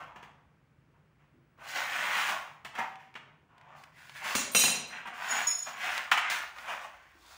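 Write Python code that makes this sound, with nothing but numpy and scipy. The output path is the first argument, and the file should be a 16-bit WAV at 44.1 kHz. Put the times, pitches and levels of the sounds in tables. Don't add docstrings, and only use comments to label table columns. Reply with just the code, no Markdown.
import sys
import numpy as np
from scipy import signal
from scipy.fft import rfft, irfft, next_fast_len
from scipy.io import wavfile

SR = 44100
rng = np.random.default_rng(int(sys.argv[2]) if len(sys.argv) > 2 else 0)


def bounce(signal):
    frames = np.transpose(np.atleast_2d(signal))
    limited = np.clip(frames, -1, 1)
    pcm = np.round(limited * 32767).astype(np.int16)
    wavfile.write(sys.argv[1], SR, pcm)


N = 325017


def amp(db):
    return 10 ** (np.asarray(db) / 20)


def unit(x):
    return x / np.sqrt(np.mean(x ** 2) + 1e-20)


def along(points, hz):
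    freqs, values = np.transpose(points)
    return np.interp(np.log(hz + 1), np.log(freqs + 1), values)


def coloured(x, spectrum):
    size = 4096
    gain = amp(along(spectrum, np.fft.rfftfreq(size, 1 / SR)))
    cepstrum = irfft(np.log(gain))
    cepstrum[1:size // 2] *= 2
    cepstrum[size // 2 + 1:] = 0
    response = irfft(np.exp(rfft(cepstrum)))
    return unit(signal.fftconvolve(x, response)[:len(x)])


def add(track, s, sound):
    start = max(round(s * SR), 0)
    track[start:start + len(sound)] += sound[:N - start]


def burst(spectrum, t60, rise=0.00096):
    t = np.arange(SR // 2) / SR
    envelope = amp(-60 * t / t60) * np.minimum(t / rise, 1)
    return coloured(envelope * rng.standard_normal(len(t)), spectrum) * np.sqrt(np.mean(envelope ** 2))


def wobble(count, rate, size):
    knots = np.arange(size) * rate / SR
    grid = np.arange(int(knots[-1]) + 2)
    return np.array([np.interp(knots, grid, rng.standard_normal(len(grid))) for _ in range(count)])


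def ring(modes, sustain, rise, waver_hz):
    t = np.arange(SR // 2) / SR
    hz, db, t60 = np.transpose(modes)[:, :, None]
    gain = amp(db + 2 * rng.standard_normal(hz.shape))
    pitch = hz + waver_hz * wobble(count=len(hz), rate=119, size=len(t))
    phase = 2 * np.pi * (rng.random(hz.shape) + np.cumsum(pitch, axis=1) / SR)
    waves = gain * amp(-60 * t / (t60 * sustain)) * np.sin(phase)
    return waves.sum(0) * np.minimum(t / rise, 1) / np.sqrt(np.sum(gain ** 2) / 2)


def stroke(start, swell, hold, swell_db=15.5, ring_off_db_per_s=108):
    t = np.arange(N) / SR - start
    gathering = np.clip(t / swell, 0, 1)
    stopped_s = np.maximum(t - swell - hold, 0)
    level = -swell_db * (1 - gathering) ** 1.17 - ring_off_db_per_s * stopped_s
    return np.where(t < 0, -np.inf, level)


def slips(rate, spread_db):
    size = amp(spread_db * np.minimum(rng.standard_normal(N), 2.5))
    return (rng.random(N) < rate / SR) * size * rng.choice([-1, 1], N)


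def plate(x, t60, share):
    t = np.arange(SR // 4) / SR
    hop = SR // 8
    window = np.sqrt(np.hanning(2 * hop))
    out = np.zeros(N)
    for start in range(0, N, hop):
        piece = np.pad(x, hop)[start:start + 2 * hop]
        response = rng.standard_normal(len(t)) * amp(-60 * t / t60)
        rung = signal.fftconvolve(piece * window[:len(piece)], response)
        add(out, max(start - hop, 0) / SR, rung[max(hop - start, 0):])
    return unit(x) + share * unit(out)


# frequency in Hz, relative level in dB.
FLEX_SPECTRUM = [(100, -43.5), (180, -15.5), (260, -15.5), (340, -19), (470, -16), (600, -4), (720, 0.5),
                 (1100, 3.5), (1500, -9), (2200, -27), (5000, -69.5)]
RASP_SPECTRUM = [(500, -36.5), (1000, -20), (1450, 6.5), (1900, 7), (2500, 4), (3200, -1.5), (4200, -18),
                 (7000, -20.5), (15000, -70.5)]
GRIT_SPECTRUM = [(60, -65.5), (1500, -30), (3500, 9), (5000, 5.5), (6500, 5.5), (8500, -0.5), (11000, -3.5),
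                 (13500, -12.5), (15200, 3)]
# start, swell and hold in seconds, flex, rasp and grit levels in dB.
METAL_SCRAPES = [ (0.0, 0.0017, 0.013, -44.5, -51.5, -67), (0.15, 0.011, .1, -56, -65.5, -81),
                 (0.92, 0.026, .02, -74, -78, -97), (1.17, 0.044, 0.023, -76, -74.5, -92),
                 (1.576, 0.044, .06, -51, -54, -64.5), (1.633, 0.067, 0.065, -50, -43.5, -45.5),
                 (1.745, 0.018, 0.046, -36, -33.5, -41.5), (1.76, 0.19, .27, -40, -34, -44),
                 (1.987, 0.18, 0.14, -41.5, -35.5, -43), (2.282, 0.0085, 0.044, -36.5, -45, -55),
                 (2.737, 0.054, 0.013, -40.5, -41.5, -55), (2.98, 0.018, 0.033, -76, -60.5, -73.5),
                 (3.492, 0.26, .035, -53, -59, -83), (3.746, 0.024, 0.052, -79, -69, -66),
                 (3.922, 0.069, 0.22, -65.5, -57, -61), (4.135, .03, 0.017, -55.5, -46.5, -53.5),
                 (4.207, 0.059, 0.069, -39.5, -36, -42), (4.886, 0.047, 0.045, -48.5, -44.5, -64),
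                 (5.048, 0.0098, 0.032, -45, -48, -77), (5.136, 0.2, 0.081, -38, -35, -42),
                 (5.434, 0.019, 0.19, -74, -65, -52), (5.654, 0.018, 0.012, -42.5, -42.5, -50.5),
                 (5.747, 0.099, 0.13, -40.5, -35, -45.5), (6.163, 0.096, 0.065, -52, -36, -64),
                 (6.302, 0.012, 0.037, -42, -34.5, -41), (6.54, .03, .06, -52, -51, -57.5),
                 (6.635, 0.062, 0.028, -40.5, -39, -51), (6.786, .035, 0.02, -48, -52.5, -58),
                 (6.88, 0.073, 0.17, -68, -62.5, -72.5), (7.137, 0.19, .09, -57.5, -58, -56.5), ]


def scrapes(grit_grows=1.2):
    flex_power, rasp_power, grit_power = np.zeros((3, N))
    for start, swell, hold, flex_db, rasp_db, grit_db in METAL_SCRAPES:
        effort_db = stroke(start, swell, hold)
        flex_power += amp(effort_db + flex_db) ** 2
        rasp_power += amp(effort_db + rasp_db) ** 2
        grit_power += amp(grit_grows * effort_db + grit_db) ** 2
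    shimmer = plate(slips(rate=900, spread_db=2.5), t60=0.35, share=1.01)
    scratch = plate(slips(rate=4500, spread_db=3), t60=0.056, share=0.66)
    flex = np.sqrt(flex_power) * coloured(shimmer, FLEX_SPECTRUM)
    rasp = np.sqrt(rasp_power) * coloured(shimmer, RASP_SPECTRUM)
    grit = np.sqrt(grit_power) * coloured(scratch, GRIT_SPECTRUM)
    return flex + rasp + grit


# frequency in Hz, relative level in dB.
AIR_SPECTRUM = [(25, -25), (55, -18.5), (100, -35), (200, -13), (270, -9.5), (450, -8.5), (700, -13.5),
                (1300, -12), (2300, -16.5), (3800, -28.5), (8000, -35.5), (15800, -45.5)]
# time in seconds, hum level in dB, deep rumble level in dB.
DRONE_LEVELS = [(0, -65.5, -72), (1.5, -67.5, -76.5), (2.8, -68, -82), (4.2, -66.5, -81),
                (5.3, -72.5, -77.5), (6.2, -73.5, -74.5), (7.37, -80.5, -70)]


def room_tone(air_db=-73):
    times, *levels = np.transpose(DRONE_LEVELS)
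    hum_gain, deep_gain = [amp(np.interp(np.arange(N) / SR, times, db)) for db in levels]
    hum_spectrum = [(50, -49.5), (85, -6.5), (115, -6), (145, 3), (180, -10), (260, -14), (600, -33),
                    (2000, -82.5)]
    deep_spectrum = [(20, -41.5), (42, -7.5), (60, 8.5), (85, -2), (130, -18.5), (1000, -84.5)]
    hum = hum_gain * coloured(rng.standard_normal(N), hum_spectrum)
    deep = deep_gain * coloured(rng.standard_normal(N), deep_spectrum)
    return hum + deep + amp(air_db) * coloured(rng.standard_normal(N), AIR_SPECTRUM)


# frequency in Hz, relative level in dB.
BODY_SPECTRUM = [(100, -39.5), (220, -26.5), (400, -26), (520, -22), (700, -2), (1200, -1), (1800, 0.5),
                 (2500, -3.5), (3200, -5.5), (4200, -21.5), (7000, -26.5), (15000, -63.5)]
THUD_SPECTRUM = [(25, -52.5), (60, -19), (110, -17.5), (170, -4), (215, 4), (260, -5), (320, -6.5),
                 (480, -7), (650, -1.5), (1200, -48)]
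# start in seconds, relative levels of body and edge in dB.
SHEET_KNOCKS = [(0.158, -40.5, -61), (0.226, -40, -59), (1.584, -67, -83), (2.289, -23.5, -37),
                (2.647, -30.5, -45.5), (2.751, -31.5, -50), (3.152, -31.5, -60), (5.071, -35, -51),
                (6.114, -8.5, -28), (6.173, -16, -35), (6.299, -28, -29)]


def knocks(body_db=-6, edge_db=-3, thud_db=-42, thud_grows=0.23):
    out = np.zeros(N)
    for s, body, edge in SHEET_KNOCKS:
        add(out, s, amp(body + body_db) * burst(BODY_SPECTRUM, t60=0.11, rise=0.0041))
        add(out, s, amp(edge + edge_db) * burst(GRIT_SPECTRUM, t60=0.15))
        add(out, s, amp(thud_grows * body + thud_db) * burst(THUD_SPECTRUM, t60=0.035))
    return out


# start in seconds, level in dB.
HANDLING_BUMPS = [(0.832, -69), (1.339, -58.5), (7.15, -61.5)]


def bumps():
    spectrum = [(150, -24), (290, 1), (350, 4), (450, -23), (1200, -45), (4000, -72)]
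    out = np.zeros(N)
    for s, level in HANDLING_BUMPS:
        add(out, s, amp(level) * burst(spectrum, t60=0.13))
    return out


# mode frequency in Hz, relative level in dB, base t60 in seconds.
CLAMPED_MODES = [(765, 0, .38), (805, -5, .25), (872, -6, .25), (930, -8, .35), (985, -7, .3),
                 (1163, -12, .3), (1685, -5, .2), (1810, -7, .17), (1920, -7, .19), (2116, -7, .22)]


def bite(s=2.783):
    out = np.zeros(N)
    add(out, s, amp(-26.5) * ring(CLAMPED_MODES, sustain=0.92, rise=0.016, waver_hz=19.4))
    add(out, s + 0.002, amp(-40.5) * burst(BODY_SPECTRUM, t60=0.12, rise=0.01))
    add(out, s, amp(-43.5) * burst(GRIT_SPECTRUM, t60=0.12, rise=0.0059))
    add(out, s, amp(-40) * burst(THUD_SPECTRUM, t60=0.15, rise=0.0058))
    return out


# start in seconds, relative level in dB.
BLADE_TICKS = [(2.956, -47.5), (3.141, -49), (3.175, -52), (3.58, -55.5), (3.612, -54.5), (3.837, -45),
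               (4.095, -41.5), (5.978, -26), (6.585, -40)]


def ticks(gain_db=1):
    spectrum = [(80, -51.5), (500, -9), (2200, 4), (6000, -14), (15000, -30.5)]
    out = np.zeros(N)
    for s, level in BLADE_TICKS:
        add(out, s, amp(level + gain_db) * burst(spectrum, t60=0.025, rise=0.00037))
    return out


# frequency in Hz, relative level in dB, base t60 in seconds.
BOOM_MODES = [(182, -3.5, .2), (205, 0.5, 0.17), (238, -4, 0.12), (347, -10, 0.33)]
# start in seconds, relative thud, clash and ring levels in dB.
SNIPS_LANDINGS = [(4.351, -26, -25, -35), (4.548, -22.5, -31, -21), (4.562, -45.5, -25.5, -23.5),
                  (4.59, -37.5, -24, -23), (4.637, -25.5, -24.5, -24.5), (4.68, -33.5, -35, -32.5),
                  (4.745, -39, -45.5, -46)]


def landings(thud_db=-6, boom_db=-11, body_db=1, edge_db=1):
    out = np.zeros(N)
    for s, thud, _, _ in SNIPS_LANDINGS:
        add(out, s, amp(thud + thud_db) * burst(THUD_SPECTRUM, t60=0.064))
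        add(out, s, amp(thud + boom_db) * ring(BOOM_MODES, sustain=0.51, rise=0.0086, waver_hz=6))
        add(out, s, amp(thud + body_db) * burst(BODY_SPECTRUM, t60=0.054))
        add(out, s, amp(thud + edge_db) * burst(GRIT_SPECTRUM, t60=0.029))
    return out


# mode frequency in Hz, relative level in dB, base t60 in seconds.
SNIPS_MODES = [(2490, -11, .4), (2711, -2, .6), (3050, -8, .42), (3805, -11, .35), (3839, -9, .4),
               (4048, -9, .45), (4085, -4, .55), (4904, -13, .35), (5023, -12, .35), (5700, -11, .35),
               (5849, -2, .5), (6422, -11, .35), (6735, -7, .4), (7052, -8, .35), (7903, -12, .3),
               (8586, -3, .35), (8620, -6, .33), (8663, -5, .33), (8839, -8, .35), (9600, -8, .35),
               (10707, -13, .35), (11350, -11, .27), (11477, -11, .27), (12560, -10, .28),
               (14580, -10, .27), (14955, -8, .24), (15446, -8, .22)]
# frequency in Hz, relative level in dB.
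CLASH_SPECTRUM = [(60, -56.5), (300, -34.5), (800, -19.5), (2200, 0), (3500, -3.5), (5200, -4.5), (6800, 5),
                  (8100, -5.5), (8750, -2.5), (10300, -5.5), (12600, -20.5), (13700, -24), (15100, -1)]
# start in seconds, level in dB.
TIP_GRAZES = [(4.516, -40), (4.533, -39.5), (4.874, -57.5), (5.058, -64)]


def snips(clash_db=-5, ring_db=-1, tilt_db_per_octave=-0.5, contacts=4):
    first_flight_s, flight_shrink, bounce_loss_db = 0.014, 0.85, 5
    clatter, steel = np.zeros((2, N))
    lowest_hz = SNIPS_MODES[0][0]
    struck = [(hz, db + tilt_db_per_octave * np.log2(hz / lowest_hz), t60) for hz, db, t60 in SNIPS_MODES]
    for s, _, clash, level in SNIPS_LANDINGS:
        for k in range(contacts):
            add(clatter, s, amp(clash + clash_db - bounce_loss_db * k) * burst(CLASH_SPECTRUM, t60=0.23))
            ringing = ring(struck, sustain=0.7, rise=0.0013, waver_hz=20.8)
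            add(steel, s, amp(level + ring_db - bounce_loss_db * k) * ringing)
            s += first_flight_s * flight_shrink ** k
    high_modes = [mode for mode in SNIPS_MODES if mode[0] > 8200]
    for s, level in TIP_GRAZES:
        add(steel, s, amp(level) * ring(high_modes, sustain=0.56, rise=0.003, waver_hz=50))
    return room(clatter, wet_db=1.5) + room(steel, wet_db=-4)


# mode frequency in Hz, relative level in dB, base t60 in seconds.
OFFCUT_MODES = [(5344, -13, .4), (6640, -17, .25), (6762, -5, .22), (6793, 0, .24), (6900, -20, .15),
                (8522, -23, .22), (9760, -17, .24), (9850, -18, .22), (14950, -17, .16)]
# start in seconds, level in dB.
OFFCUT_CATCHES = [(5.282, -33.5), (5.303, -24.5), (5.36, -34.5), (5.468, -19), (5.499, -21), (5.579, -41.5)]


def offcut(skip_count=4, skip_gap_s=0.03, skip_db=-14, skip_loss_db=0.5):
    out = np.zeros(N)
    for s, level in OFFCUT_CATCHES:
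        skips = [(s + skip_gap_s * (k + rng.uniform(0.5, 1)), level + skip_db - skip_loss_db * k)
                 for k in range(skip_count)]
        for when, db in [(s, level)] + skips:
            add(out, when, amp(db) * ring(OFFCUT_MODES, sustain=0.57, rise=0.0089, waver_hz=26.5))
    return out


# frequency in Hz, t60 in seconds.
ROOM_DECAY = [(150, 0.81), (600, 1), (1500, 0.62), (4000, 0.57), (9000, 0.39), (15000, 0.15)]


def room(x, wet_db, onset_s=0.0034):
    hz, t, noise = signal.stft(rng.standard_normal(SR), SR, nperseg=256)
    decay = amp(-60 * t / along(ROOM_DECAY, hz)[:, None])
    tail = signal.istft(noise * decay, SR, nperseg=256)[1]
    tail *= np.clip(np.arange(len(tail)) / SR / onset_s, 0, 1)
    return x + amp(wet_db) * signal.fftconvolve(x, tail / np.linalg.norm(tail))[:N]


def scene():
    blows = room(knocks() + landings() + bumps(), wet_db=-5)
    cutting = room(ticks() + bite(), wet_db=-12)
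    loose_metal = snips() + room(offcut(), wet_db=-11)
    scraping = room(scrapes(), wet_db=-18.5)
    return (blows + cutting + loose_metal + scraping + room_tone())[None]


def record(dry, top_hz=15650):
    size = next_fast_len(N + SR // 2)
    passband = np.fft.rfftfreq(size, 1 / SR) < top_hz
    return irfft(rfft(dry, size) * passband, size)[:, :N]


dry = scene()
out = record(dry)
bounce(out)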